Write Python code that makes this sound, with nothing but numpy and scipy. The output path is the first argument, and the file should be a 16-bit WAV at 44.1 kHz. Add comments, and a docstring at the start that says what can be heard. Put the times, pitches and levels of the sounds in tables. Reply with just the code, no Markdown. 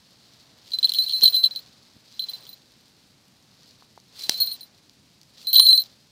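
"""Outdoors in leaf litter, a small round slit bell on a hawk jingles as the bird shifts its feet.
The loose pellet knocks and rubs the shell, each touch resetting and damping three split pairs of modes,
while puffs of the air inside pip under the ring. Grains of noise rustle as leaves and fur, short
resonances snap and knock, and filtered noise lays a quiet hush below. Loud moments overload the recorder."""
import sys
import numpy as np
from scipy import signal
from scipy.fft import rfft, irfft, next_fast_len
from scipy.io import wavfile

SR = 44100
rng = np.random.default_rng(int(sys.argv[2]) if len(sys.argv) > 2 else 0)


def dump_mix(stems):
    """Bounce the given channels to the path in sys.argv[1] as a 16-bit WAV at rate SR."""
    frames = np.atleast_2d(stems).T  # one column per channel
    limited = np.clip(frames, -1, 1)  # hard clip at full scale
    pcm = np.round(limited * 32767).astype(np.int16)
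    wavfile.write(sys.argv[1], SR, pcm)


def volts_from_db(level):
    """Convert decibel levels to linear amplitude ratios."""
    exponent = np.asarray(level, float) / 20
    return 10 ** exponent


N = 269451

# pellet strikes, damping until the next touch; levels before the place splits each pair, damping before
# each pair takes its share: start_s, low_pair_db, high_pair_db, place_deg (around the shell), damping_db_per_s
STRIKES = [(.719, -22.5, -50, 73, 1400), (0.734, -17.5, -50, 4, 61), (.751, -22, -52.5, 177, 600),
           (.7867, -11.5, -36.5, 87, 1411), (.8205, -40, -50, 95, 3000), (0.8287, -12, -49, 4, 60),
           (0.8437, -5.5, -43, 14, 260), (0.8516, -9, -31.5, 91, 691), (0.8726, -32.5, -46, 32, 683.5),
           (0.8835, -27, -53, 73, 58), (0.8935, -9, -33.5, 21, 1640), (0.9195, -13, -31.5, 86, 2200),
           (.937, -18, -26, 5, 2300), (.9464, -23, -30, 106, 58), (0.9545, -21.5, -40, 60, 93),
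           (0.9857, -9.5, -31.5, 176, 251), (1.023, -16, -39, 27, 651), (1.037, -18.5, -33.5, 26, 800),
           (1.0625, -22.5, -47, 5, 58.5), (1.0833, -32, -38, 64, 200), (1.095, -16.5, -44.5, 110, 981),
           (1.1071, -21, -49.5, 150, 60), (1.1153, -38, -42, 3, 610), (1.1237, -20.5, -43.5, 140, 300),
           (1.1334, -15, -38, 6, 134), (1.1647, -21, -39, 160, 154.5), (1.1958, -30.5, -40, 117, 400.5),
           (1.211, -33, -49, 146, 59.5), (1.2182, -18, -39, 85, 58), (1.224, -11.5, -38, 180, 60),
           (1.234, -4.5, -17, 39, 60.5), (1.2424, -7, -18, 149, 1568), (1.2499, -12.5, -21.5, 78, 144),
           (1.2556, -2, -25.5, 76, 410), (1.2666, -9, -33.5, 4, 646), (1.2775, -6.5, -31, 95, 340),
           (1.2871, -21.5, -34, 5, 300), (1.2989, -21, -27, 60, 899), (1.3241, -27, -37, 6, 60),
           (1.332, -17, -43, 4.1, 700), (1.3431, -11, -31.5, 177, 70.5), (1.356, -18.5, -28, 175, 108),
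           (1.3655, -12, -32.5, 86, 211.5), (1.4325, -17, -36.5, 120, 58), (1.439, -6, -44, 81, 57.5),
           (1.448, -14.5, -30.5, 82, 554.5), (1.4575, -11, -34.5, 89, 64), (1.465, -13.5, -41, 91, 852.5),
           (1.51, -26, -50.5, 96, 397.5), (1.5509, -29, -53, 93, 946), (1.5604, -16.5, -38, 100, 1574.5),
           (1.57, -22, -44, 92, 900), (1.5912, -29.5, -40.5, 156, 1651), (2.14, -46.5, -62, 90, 400.5),
           (2.194, -18.5, -39, 174, 237), (2.207, -30, -48, 100, 210), (2.2203, -25, -43.5, 9, 285),
           (2.2395, -21.5, -46.5, 94, 1000), (2.2804, -42, -65, 2, 63), (2.2859, -27, -51, 6, 58.5),
           (2.2957, -23, -35, 1, 1010.5), (2.334, -26.5, -46.5, 176, 336), (2.378, -43.5, -57, 92, 900),
           (2.406, -42.5, -55.5, 5, 900), (2.433, -42, -54, 93, 900), (2.467, -49, -52, 66, 262),
           (2.491, -32.5, -38, 88, 1201), (2.5013, -45, -48, 72, 550), (2.5294, -36, -46, 176, 390),
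           (4.206, -34.5, -70, 9, 108.5), (4.235, -24, -41.5, 97, 400), (4.288, -33, -56, 83, 57.5),
           (4.3075, -22, -48, 78, 1226), (4.3198, -20, -47, 165, 56), (4.3228, -35.5, -45.5, 300, 60),
           (4.3409, -23.5, -43, 172, 241), (4.3734, -31.5, -37, 146, 58), (4.3842, -28, -45, 55, 176),
           (4.402, -15, -22, 33, 63), (4.4182, -10.5, -23.5, 47, 393.5), (4.4314, -20.5, -24.5, 180, 343),
           (4.4457, -25.5, -38.5, 46, 143), (4.458, -34, -29.5, 140, 163), (4.4718, -20.5, -36.5, 79, 265),
           (4.4844, -29.5, -40.5, 31, 100), (4.5148, -23, -38.5, 61, 189), (4.527, -35, -33, 105, 307),
           (4.5417, -32, -41.5, 5, 628.5), (4.6084, -31, -43, 107, 809.5), (4.6305, -33.5, -44, 179, 900),
           (5.4466, -39.5, -60, 85, 63.5), (5.4699, -18, -32, 9, 174), (5.4834, -20.5, -31.5, 101, 84),
           (5.5051, -25.5, -41.5, 114, 164.5), (5.5298, -13.5, -16, 80, 57), (5.544, -8, -14.5, 125, 1240),
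           (5.5545, -7.5, -24, 87, 495), (5.5595, -2.5, -27.5, 166, 58), (5.5649, -8.5, -16.5, 77, 147.5),
           (5.582, -2, -23.5, 167, 621), (5.5961, 3, -27.5, 176, 293.5), (5.6031, -12.5, -27, 110, 61.5),
           (5.623, -12, -27.5, 111, 100), (5.63, -12, -27, 112, 238), (5.6455, -20, -24, 55, 60),
           (5.6529, -9, -25.5, 130, 148), (5.6658, -5, -20, 166, 338), (5.678, -11, -31, 180, 58),
           (5.6875, -3.5, -29, 88, 216), (5.692, -4, -29, 87, 222.5), (5.706, -7, -32.5, 63, 195),
           (5.7289, -3.5, -27, 88.7, 347), (5.7526, -12.5, -25, 21.7, 370), (5.7766, -7.5, -35, 76, 310),
           (5.7954, -18.5, -27.5, 79, 300), (5.802, -17.5, -30.5, 72, 480), (5.811, -33, -36, 33, 63),
           (5.819, -22.5, -30.5, 87, 1200), (5.8333, -50, -57, 98, 196)]


def rms_one(x):
    """Scale to an rms of 1."""
    return x / np.sqrt(np.mean(x ** 2) + 1e-20)


def resonance(x, hz, width_hz):
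    """A two-pole resonator: a unit click rings with height about 1."""
    radius, turn = np.exp(-np.pi * width_hz / SR), 2 * np.pi * hz / SR
    return signal.lfilter([0, np.sin(turn)], [1, -2 * radius * np.cos(turn), radius * radius], x + 1e-18)


def cut(x, hz, kind, order):
    """Butterworth low or high cut."""
    return signal.sosfilt(signal.butter(order, hz, kind, fs=SR, output="sos"), x + 1e-18)


def coloured(x, spectrum):
    """Shape the spectrum of x along (Hz, dB) points over log frequency; rms 1."""
    size = next_fast_len(N)
    hz, db = np.transpose(spectrum)
    bins_hz = np.arange(size // 2 + 1) * SR / size + 1
    gain = volts_from_db(np.interp(np.log(bins_hz), np.log(hz), db))
    return rms_one(irfft(rfft(x, size) * gain, size)[:N])


def drift(rate_hz):
    """Slow random wander of rms 1: noise through two equal low-pass poles."""
    pole = np.exp(-2 * np.pi * rate_hz / SR)
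    noise = rng.standard_normal(N + SR)
    return rms_one(signal.lfilter([1], [1, -2 * pole, pole * pole], noise)[SR:])


def clicks(start_s, size):
    """Single-sample impulses of the given sizes."""
    out = np.zeros(N)
    np.add.at(out, np.round(np.asarray(start_s) * SR).astype(int), size)
    return out


def hush(level_db=-60.5, waver_db=0.4):
    """Far wind and traffic and the recorder's own hiss: coloured noise, gently wavering."""
    # colour of the hush: pitch_hz, level_db (per Hz, relative)
    hush_colour = [(18, -46), (30, -23.5), (122, -3.5), (235, -6), (291, -8.5), (340, -12.5), (593, -23.5),
                   (1210, -28.5), (4770, -17), (15200, -42), (16500, -51.5)]
    return volts_from_db(level_db + waver_db * drift(3.1)) * coloured(rng.standard_normal(N), hush_colour)


def rustle(per_s=1500, spread_db=3.5, flutter_db=2.0):
    """Dense uneven grains of dry leaf follow the feet, with a duller shuffle and a fine hiss of fur."""
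    # feet working in the litter: start_s, crisp_db (before flutter), dull_db
    footwork = [(0, -61, -67.5), (.6, -59, -64), (.71, -48, -65), (.81, -52, -60.5), (.97, -44.5, -60.5),
                (1.14, -49, -63), (1.24, -41, -57), (1.41, -51, -57.5), (1.74, -58.5, -65.5),
                (1.99, -62.5, -67), (2.2, -53.5, -65.5), (2.35, -50.5, -57.5), (2.6, -60.5, -67.5),
                (3.35, -68.5, -69), (3.64, -58.5, -65.5), (4.071, -68, -71), (4.19, -41.5, -60),
                (4.28, -43.5, -59), (4.32, -36.5, -52), (4.35, -42.5, -58), (4.42, -45, -58),
                (4.63, -58.5, -64.5), (4.92, -65.5, -70.5), (5.3, -67.5, -69), (5.43, -47, -63),
                (5.49, -52, -64), (5.58, -47, -52.5), (5.63, -50.5, -63), (5.82, -49.5, -61),
                (5.96, -64, -67.5), (6.11, -64.5, -71)]
    # colours of crisp leaf, dull shuffle and fur: pitch_hz, level_db (per Hz, relative)
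    leaf_colour = [(1200, -27.5), (2600, -12), (4370, 1), (7800, -19), (10000, -31)]
    shuffle_colour = [(150, -20.5), (500, -3.5), (1200, -7.5), (2500, -11.5), (4000, -29.5)]
    fur_colour = [(5000, -25.5), (8000, -1), (12000, -2), (15500, -4.5), (16500, -21)]
    s, *levels = np.transpose(footwork)
    sizes = volts_from_db(spread_db * np.minimum(rng.exponential(1, N), 5)) * rng.choice([-1, 1], N)
    grains = sizes * (rng.random(N) < per_s / SR) + 0.33 * rng.standard_normal(N)
    crisp_db, dull_db = (np.interp(np.arange(N) / SR, s, db) for db in levels)
    crisp = volts_from_db(crisp_db) * coloured(grains, leaf_colour)
    dull = volts_from_db(dull_db) * coloured(rng.standard_normal(N), shuffle_colour)
    # fur hisses faintly always, and steeply more once the crisp rustle passes a threshold
    fur_rest_db, fur_from_db, fur_slope = -76.5, -56.5, 1.6
    fur_db = fur_rest_db + fur_slope * np.maximum(crisp_db - fur_from_db, 0)
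    fur = volts_from_db(fur_db) * coloured(grains, fur_colour)
    return volts_from_db(flutter_db * drift(30)) * (crisp + fur) + dull


def snaps():
    """Twigs, leaves and claws snap: a click and short splintering noise ring three bright resonances."""
    # snaps: start_s, level_db (of the click, before the resonances)
    cracks = [(1.2105, -23), (2.125, -41), (3.4256, -47), (3.6077, -51), (3.6321, -44.5), (3.7088, -44),
              (3.9779, -47), (4, -44), (4.2217, -27), (4.2941, 1), (4.7476, -50), (4.778, -49.5),
              (4.8953, -39.5), (5.214, -39.5), (5.2314, -40), (5.3742, -50), (5.8374, -31.5)]
    out, t = np.zeros(N), np.arange(600) / SR
    splinters = rng.standard_normal((len(cracks), 600))
    for (s, db), noise in zip(cracks, splinters):
        burst = 0.1 * noise * np.exp(-t / 0.0017)
        burst[0] += 1
        crack = resonance(burst, 5610, 800)
        crack = crack + 0.99 * resonance(burst, 4700, 900)
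        crack = crack + 0.3 * resonance(burst, 11000, 2000)
        i = round(s * SR) + 30   # the crack comes a moment after first contact
        out[i:i + 600] += volts_from_db(db) * cut(crack, 2500, "high", order=2)
    return out


def knocks():
    """Foot and beak knock dully: each click rings its body for a few cycles, with the bass cut away."""
    # knocks: start_s, level_db (before the cuts), pitch_hz (of the body)
    blows = [(1.2265, -26.5, 447), (1.2365, -23.5, 250.8), (1.2365, -26.5, 950), (1.9655, -37.5, 202),
             (3.8235, -38, 1080), (3.9765, -31, 877), (4.2945, -21, 362), (4.2945, -15, 1603),
             (4.2946, -19.5, 818)]
    out = np.zeros(N)
    for s, db, hz in blows:
        body = resonance(clicks([s], volts_from_db(db)), hz, 0.16 * hz + 150)
        out += cut(body, 0.3 * hz, "high", order=2)
    return cut(out, 3800, "low", order=2)


def puffs(strike_puff_db=-22, scatter_db=3.5, bounce_s=0.014, bounces_per_s=120.0):
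    """Pellet blows push the air inside the shell: short hollow pips, then random skittering bounces."""
    # hard slaps of the pellet across the slit: start_s, level_db (before the air's resonances)
    slaps = [(0.7188, -40), (0.829, -26), (.835, -30), (0.8723, -28), (.9198, -23), (0.9372, -23.5),
             (0.9465, -20.5), (0.955, -30), (.9849, -27), (1.0845, -30), (1.0953, -24.5), (1.1043, -29),
             (1.1134, -30), (1.1219, -30), (1.2181, -27), (1.2444, -21), (1.2573, -19.5), (1.278, -23),
             (1.338, -29.5), (1.3482, -27.5), (1.3566, -28), (1.3658, -26.5), (1.438, -23.5), (1.447, -25),
             (1.458, -28.5), (2.1941, -25), (2.2067, -43), (2.2218, -38), (2.2391, -37), (2.2877, -39),
             (2.294, -38), (2.4671, -37.5), (4.515, -41), (4.525, -44), (5.5068, -40), (5.5306, -25.5),
             (5.5444, -21), (5.5556, -17), (5.5655, -13), (5.596, -11.5), (5.602, -15.5), (5.624, -29.5),
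             (5.631, -33), (5.646, -35), (5.667, -22), (5.6774, -31), (5.6872, -25.5), (5.692, -27),
             (5.7, -36), (5.7056, -31), (5.729, -29), (5.7523, -29.5), (5.7766, -27.5)]
    # air inside the slit shell and the slap on its lips: pitch_hz, width_hz, level_db
    air = [(3214, 220, 2.5), (3450, 250, -1), (4700, 2100, -6.5)]
    s, db = np.transpose(slaps)
    struck_s, struck_db = np.transpose(STRIKES)[:2]
    # every strike also puffs a little, some way under its low pair
    faint_db = struck_db + strike_puff_db + scatter_db * rng.standard_normal(len(struck_s))
    push = clicks(s, volts_from_db(db)) - clicks(struck_s, volts_from_db(faint_db))
    fading = signal.lfilter([1], [1, -np.exp(-1 / (bounce_s * SR))], abs(push))
    bounces = rng.standard_normal(N) * (rng.random(N) < bounces_per_s / SR)
    push = push + volts_from_db(-18.0) * fading * bounces
    pips = sum(volts_from_db(air_db) * resonance(push, hz, width) for hz, width, air_db in air)
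    return cut(pips, 3150, "high", order=10)


def contacts():
    """Pellet strikes and rests in time order: start, dB of the three pairs, place, damping."""
    # the pellet settles against the shell and chokes the ring: start_s
    rest_times = [0.7984, .8355, 0.8616, 0.9045, 1.318, 1.479, 1.5374, 1.6086, 2.3576, 2.392, 2.418, 2.447,
                  2.5417, 4.2264, 4.27, 4.5625, 4.665, 5.864]
    # level of the middle pair against its neighbours' shares, gliding between points: time_s, level_db
    middle_carry = [(.72, -13), (.79, -5), (.84, -11.5), (.93, -7), (.96, -16), (1.0, -9.5), (1.2, -13),
                    (1.3, -12), (1.35, -15), (1.45, -13.5), (1.6, -17), (2.2, -16.5), (2.3, -14),
                    (2.45, -7.5), (2.53, -18), (4.24, -13), (4.31, -9), (4.35, -15.5), (4.48, -15),
                    (4.53, -7.5), (4.63, -8.5), (5.47, -14), (5.545, -18), (5.556, -5.5), (5.57, -18),
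                    (5.596, -1), (5.63, -1.5), (5.67, -16.5), (5.7, -8.5), (5.82, -15.5)]
    s, low_db, high_db, place, damping = np.transpose(STRIKES)
    # the middle pair lies between its neighbours, taking a share of each one's dB
    middle_db = 0.35 * low_db + 0.61 * high_db + np.interp(s, *np.transpose(middle_carry))
    middle_db = middle_db + 1.5 * rng.standard_normal(len(s))
    strikes = np.c_[s, low_db, middle_db, high_db, place, damping]
    rests = [(when, -85, -85, -85, 70, 900) for when in rest_times]
    rows = np.vstack([strikes, rests])
    return rows[np.argsort(rows[:, 0])].T


def bell(contact_s=(.0003, .0002, .00015), stiffen_hz=0.011, wobble_hz=6.0, smother_db_s=(5000, 3000, 2000)):
    """Each touch leaves every mode at a new height; the place of the touch splits a pair's energy."""
    # split mode pairs: lower_hz, upper_hz, waves (around the shell), turn_deg (of the pattern),
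    # damping_share (factor)
    mode_pairs = [(4052, 4275, 2, 2.5, 1.25), (8783, 9165, 3, 111.5, 1.01), (14240, 14700, 4, 38, 0.78)]
    # short rings of the stiff shell at each touch: pitch_hz, width_hz, level_db
    shell_ticks = [(5157, 1900, 0), (7350, 540, -13), (9700, 700, -9), (12470, 300, -8), (15200, 1100, -13)]
    s, *pair_db, place, damping = contacts()
    t = np.arange(N) / SR
    last = np.maximum(np.searchsorted(s, t, side="right") - 1, 0)   # index of the latest touch
    since = np.where(t < s[0], 9, t - s[last])   # 9 s of decay keeps the bell silent before the first touch
    gaps_s = np.diff(s, append=s[-1])
    luck = rng.standard_normal((len(s), 14))
    ring, jumps = np.zeros(N), np.zeros((3, len(s)))
    for k, (low_hz, high_hz, waves, turn, share) in enumerate(mode_pairs):
        angle = np.radians(waves * place + turn)
        soften = np.exp(-1 / (contact_s[k] * SR))
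        for j, (hz, part) in enumerate([(low_hz, np.cos(angle)), (high_hz, np.sin(angle))]):
            height = volts_from_db(pair_db[k]) * (abs(part) + 0.034)
            left_over = height * volts_from_db(-share * damping * gaps_s)
            before = np.r_[0, left_over[:-1]]
            # a big change of height also throws the phase
            change = abs(height - before) / (height + before)
            phase = np.cumsum(2.0 * luck[:, 2 * k + j] * change)
            jumps[k] += np.maximum(height - before, 0.44 * (before - height))
            # a pellet coming to rest smothers what still rings within some milliseconds
            resting = np.where(pair_db[k] < -70, before, 0)
            size = height[last] * volts_from_db(-share * damping[last] * since)
            size = size + resting[last] * volts_from_db(-smother_db_s[k] * since)
            # a damping pellet stiffens the shell a little (Hz per dB/s)
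            detune = stiffen_hz * np.minimum(damping, 2500)
            # each touch detunes every mode at random, by about wobble_hz at the lowest
            # and in proportion above
            detune = detune + wobble_hz * hz / mode_pairs[0][0] * luck[:, 6 + 2 * k + j]
            carrier = 2 * np.pi * np.cumsum(hz + detune[last]) / SR
            # a strike that outweighs what still rings starts the mode afresh, in step with its twin
            fresh = np.maximum.accumulate(np.where(height > 2 * before, np.arange(len(s)), 0))
            phase = phase - (phase + carrier[(s * SR).astype(int)])[fresh]
            held_phase = np.where(resting > 0, np.r_[0, phase[:-1]], phase)   # a rest keeps the old phase
            swing = size * np.exp(1j * held_phase)[last]
            # the contact time rounds off every jump
            swing = signal.lfilter([(1 - soften) ** 2], [1, -2 * soften, soften ** 2], swing)
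            ring += np.imag(swing * np.exp(1j * carrier))
    # the sharper the touch, the more the stiff shell ticks
    uneven = volts_from_db(3 * luck[:, 12]) * np.sign(luck[:, 13])
    sharp = clicks(s, (0.057 * jumps[0] + jumps[1] + 0.36 * jumps[2]) * uneven)
    shell = np.zeros(N)
    for k, (hz, width, db) in enumerate(shell_ticks):
        shell += volts_from_db(db) * resonance(sharp, hz, width) * (-1) ** k   # alternating polarity
    return cut(ring, 2600, "high", order=2) + cut(shell, 3100, "high", order=4)


def scene():
    """The hush, the litter and the bell, summed to one channel."""
    return (hush() + rustle() + snaps() + knocks() + puffs() + bell())[None]


def roll_off(x):
    """The treble ends steeply here."""
    return signal.sosfilt(signal.butter(12, 16650, fs=SR, output="sos"), x)


def record(dry):
    """A small microphone trims the top, then peaks hit a hard ceiling."""
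    top_hz, ceiling = 15630, 0.69   # ceiling as a share of full scale
    mic = cut(dry, top_hz, "low", order=12)
    mix = np.clip(mic, -ceiling, ceiling)
    return roll_off(mix)


dry = scene()
out = record(dry)
dump_mix(out)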